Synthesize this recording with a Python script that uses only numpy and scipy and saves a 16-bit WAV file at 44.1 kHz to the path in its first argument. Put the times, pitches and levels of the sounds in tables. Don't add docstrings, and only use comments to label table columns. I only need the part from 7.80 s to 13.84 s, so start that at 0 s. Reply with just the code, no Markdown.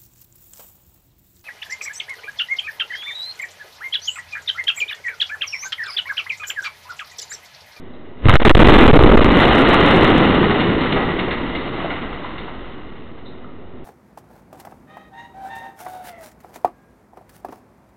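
import sys
import numpy as np
from scipy import signal
from scipy.fft import rfft, irfft
from scipy.io import wavfile

SR = 44100
rng = np.random.default_rng(int(sys.argv[2]) if len(sys.argv) > 2 else 0)


def to_wav(sig):
    pcm = np.clip(np.atleast_2d(sig), -1, 1) * 32767
    pcm = np.round(pcm).astype(np.int16)
    wavfile.write(sys.argv[1], SR, pcm.T)


N = 266584
TIME = np.arange(N) / SR
FREQ = np.fft.rfftfreq(N, 1 / SR)
GROUND_SHAKE_S = .445

# freq_hz, relative_db
SPLINTER_SPECTRUM = [(250, -17), (600, -0.5), (1000, -0.5), (1500, -5), (2200, -10.5), (3000, -10.5),
                     (4300, -15.5)]


def undb(db):
    return 10 ** (np.asarray(db) / 20)


def unit(x):
    return x / np.sqrt(np.mean(x ** 2))


def add(out, start_s, sound):
    start = max(int(start_s * SR), 0)
    out[start:start + len(sound)] += sound[:max(N - start, 0)]


def colour(x, spectrum):
    hz, db = np.transpose(spectrum)
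    gain = undb(np.interp(np.log(FREQ + 1e-9), np.log(hz), db, left=-120, right=-120))
    return unit(irfft(rfft(x) * gain, N))


def one_pole(x, hz):
    keep = np.exp(-2 * np.pi * hz / SR)
    return signal.lfilter([1 - keep], [1, -keep], x)


def walk(rate_hz):
    return unit(one_pole(one_pole(rng.standard_normal(N), rate_hz), rate_hz))


def arch(length_s):
    return np.abs(np.sin(np.linspace(0, np.pi, max(int(length_s * SR), 2))))


def decay(t, t60_s):
    return np.exp(-np.log(1000) * t / t60_s)


def swell(peak_s, rise_db_per_s, hold_s, fall_db_per_s):
    attack_db = rise_db_per_s * np.maximum(peak_s - TIME, 0)
    release_db = fall_db_per_s * np.maximum(TIME - peak_s - hold_s, 0)
    return undb(-attack_db - release_db)


def lane_reverb(x, t60_s, wet_db):
    tail = rng.standard_normal(SR) * decay(TIME[:SR], t60_s)
    return x + undb(wet_db) * signal.fftconvolve(x, tail / np.linalg.norm(tail))[:N]


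def outdoor_air(level_db=-39):
    # freq_hz, relative_db
    air_spectrum = [(20, -2.5), (55, 6.5), (130, 5.5), (250, 9.5), (420, 5), (700, -3), (1200, -12),
                    (1800, -19.5), (4300, -26.5)]
    return undb(level_db + 1.1 * walk(1.5)) * colour(rng.standard_normal(N), air_spectrum)


def machine_hum():
    # pitch_hz, level_db
    tones = [(87, -49.5), (247, -46), (368, -48.5)]
    running_s = np.cumsum(1 + 0.0059 * walk(5.1)) / SR
    return sum(undb(db + walk(3.4)) * np.sin(2 * np.pi * hz * running_s) for hz, db in tones)


def bird(length_s=0.022, fall=0.11, rasp=0.056):
    # start_s, pitch_hz, level_db
    chirps = [(0.124, 3870, -54), (.205, 3750, -64), (5.451, 3840, -43)]
    out, envelope = np.zeros(N), arch(length_s)
    progress = np.linspace(0, 1, len(envelope))
    for start_s, pitch_hz, level_db in chirps:
        glide_hz = pitch_hz * (1 + fall * (.5 - progress) + rasp * walk(400)[:len(progress)])
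        add(out, start_s, undb(level_db) * envelope * np.sin(2 * np.pi * np.cumsum(glide_hz) / SR))
    return lane_reverb(out, t60_s=.35, wet_db=4.0)


def falling_debris(thud_hz=60, thud_t60_s=0.047, rattle_t60_s=0.09, skitter=0.45):
    # start_s, rattle_db, pitch_hz, bandwidth_ratio, thud_db
    landings = [(2.804, -18.5, 930, 3.2, -35), (3.008, -22, 1170, 3.8, -28),
                (3.123, -21.5, 2700, 0.93, -27), (3.163, -9.5, 584, 1.26, -6.5),
                (3.39, -19.5, 2040, 1.16, -37), (3.482, -20, 500, 1.7, -15),
                (3.51, -22.5, 1390, 2.5, -33.5), (3.75, -24.5, 2570, 3.3, -52), (4.015, -26, 650, 0.5, -40),
                (4.043, -12, 688, 0.27, -47), (4.104, -24, 1390, 1.3, -46), (4.445, -26.5, 960, 0.62, -36),
                (4.58, -32.5, 1900, 4.2, -42), (4.679, -30, 830, 1.1, -37), (5.644, -39, 1140, .32, -55)]
    out, t = np.zeros(N), TIME[:SR // 2]
    thud = np.sin(2 * np.pi * thud_hz * t) * decay(t, thud_t60_s)
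    for start_s, rattle_db, pitch_hz, width, thud_db in landings:
        t60_s = rattle_t60_s * width ** skitter
        body = signal.iirpeak(pitch_hz, 1 / width, fs=SR)
        noise = rng.standard_normal(len(t))
        rattle = unit(signal.lfilter(*body, signal.lfilter(*body, noise)))
        add(out, start_s, undb(rattle_db) * rattle * decay(t, t60_s))
        add(out, start_s, undb(thud_db) * thud)
    return lane_reverb(out, t60_s=0.99, wet_db=-2)


def pressure_waves(shock_s=0.0066, crack_t60_s=0.015, echo_s=.008):
    # start_s, surge_length_s, push_db, crack_db
    shocks = [(.457, 0.00099, 10, -41), (0.485, 0.0081, 3.5, -1), (0.495, 0.0051, 6, 7.5),
              (.524, 0.0048, -5, -23), (0.539, .003, 5.5, 1.5), (0.555, .006, 2, 5.5),
              (0.568, 0.0016, -10, -2), (0.595, .026, -30, -27), (0.651, 0.019, 0.5, 8),
              (.676, 0.0033, 8, 5.5), (0.695, .011, 1, 9), (.75, 0.038, 10.5, 6), (0.769, 0.016, 2, -12),
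              (0.792, 0.0089, 7.5, 0), (0.885, 0.0062, 6.5, -1), (0.932, 0.0031, -16, 0.5),
              (1.078, .009, 5.5, -6), (1.131, 0.017, 7, -30), (1.191, .012, 2.5, -2),
              (1.237, 0.0094, 11, -8), (1.374, 0.015, 3.5, -4), (1.406, 0.0092, -7, -2),
              (1.445, 0.0049, -3, -1.5)]
    pressure, crack_envelope = np.zeros(N), np.zeros(N)
    for start_s, surge_length_s, push_db, crack_db in shocks:
        surge_db = 11.5 - 4 * (start_s - GROUND_SHAKE_S)
        add(pressure, start_s - surge_length_s, undb(surge_db) * arch(surge_length_s) ** 0.72)
        shock = -undb(push_db) * arch(shock_s)
        crack = undb(crack_db) * decay(TIME[:SR // 8], crack_t60_s)
        add(pressure, start_s, shock)
        add(crack_envelope, start_s, crack)
        add(pressure, start_s + echo_s, undb(-9.5) * shock)
        add(crack_envelope, start_s + echo_s, undb(-6.5) * crack)
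    return pressure + crack_envelope * colour(rng.standard_normal(N), SPLINTER_SPECTRUM)


def cracks(per_second, spread_db, smear_hz, smear_db):
    struck = rng.random(N) < per_second / SR
    clicks = struck * rng.choice([-1, 1], N) * undb(spread_db * np.minimum(rng.exponential(size=N), 4))
    hiss_envelope = undb(smear_db) * np.sqrt(one_pole(clicks ** 2, smear_hz))
    return clicks + hiss_envelope * rng.standard_normal(N)


def wall_roar(shelf_hz=217):
    # freq_hz, relative_db
    roar_spectrum = [(50, -12), (120, -2.5), (200, 1), (330, 2), (480, -2.5), (700, -15.5), (1200, -17),
                     (4000, -56)]
    roar = colour(cracks(1500, spread_db=3.5, smear_hz=21.6, smear_db=3.0), roar_spectrum)
    bass_db = np.interp(TIME, [1.05, 2.4], [-6, 3.5])
    return roar + (undb(bass_db) - 1) * one_pole(roar, shelf_hz)


def splintering():
    breaks = cracks(1100, spread_db=1, smear_hz=21.4, smear_db=-1.5)
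    return colour(breaks, SPLINTER_SPECTRUM) * undb(.8 * walk(18))


def explosion():
    # peak_s, rise_db_per_s, hold_s, fall_db_per_s, then relative rumble_db, roar_db, splinter_db
    stages = [(0.482, 500, 0.13, 400, -14, -8.5, -17), (0.645, 470, 0.38, 58, -2.5, 0.5, -9.5),
              (1.114, 150, .27, 57.5, -4, -2, -18), (1.61, 45.5, .64, 60.5, -15, -9.5, -13),
              (2.303, 32, .2, 13, -26.5, -12.5, -18), (4.086, 5, 0.035, 14, -51, -34.5, -32.5)]
    # freq_hz, relative_db
    rumble_spectrum = [(10, 10), (25, -11), (45, 7.5), (70, -6), (110, -23), (170, -12), (400, -40.5)]
    power = np.zeros((3, N))
    for peak_s, rise, hold_s, fall, *layer_db in stages:
        power += (undb(layer_db)[:, None] * swell(peak_s, rise, hold_s, fall)) ** 2
    rumble_gain, roar_gain, splinter_gain = np.sqrt(power)
    ground_roll = undb(-12) * swell(GROUND_SHAKE_S, rise_db_per_s=550, hold_s=0, fall_db_per_s=6)
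    rumble = np.hypot(rumble_gain, ground_roll) * colour(rng.standard_normal(N), rumble_spectrum)
    return undb(-4.0) * rumble + undb(0.5) * (roar_gain * wall_roar() + splinter_gain * splintering())


def scene():
    return (explosion() + pressure_waves() + falling_debris() + bird() + outdoor_air() + machine_hum())[None]


def amplifier(x, ceiling=0.37, depth=2.3, knee=1.86, leak=0.012, bias_hz=9, coupling_hz=6.5):
    biased = x + 0.81 * one_pole(np.maximum(np.abs(x) - ceiling, 0), bias_hz)
    headroom = np.where(biased > 0, ceiling, depth)
    saturated = biased / (1 + np.abs(biased / headroom) ** knee) ** (1 / knee) + leak * biased
    return saturated - one_pole(saturated, coupling_hz)


def record(dry, offset=.02, creep=.27, creep_above=0.57, band_hz=4100, top_hz=16000):
    # centre_hz, width_hz, boost_db
    resonances = [(1267, 380, 2.5), (2010, 334, 8), (2886, 275, 5), (3670, 150, 4.5)]
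    housing_db = sum(db * 2 ** -(2 * (FREQ - hz) / width) ** 2 for hz, width, db in resonances)
    boxy = irfft(rfft(dry[0]) * undb(housing_db), N)
    overload = one_pole(np.maximum(np.abs(boxy) - creep_above, 0), hz=4)
    rest = offset + creep * np.tanh(2 * overload)
    driven = undb(-0.5) * amplifier(boxy) + rest
    band_filter = signal.firwin(161, band_hz, window=("kaiser", 7), fs=SR)
    narrow = signal.fftconvolve(np.clip(driven, -.72, .72), band_filter, "same")
    top_cut = signal.ellip(8, .2, 70, top_hz, fs=SR, output="sos")
    return signal.sosfilt(top_cut, np.clip(narrow, -.725, .725))[None]


dry = scene()
out = record(dry)
to_wav(out)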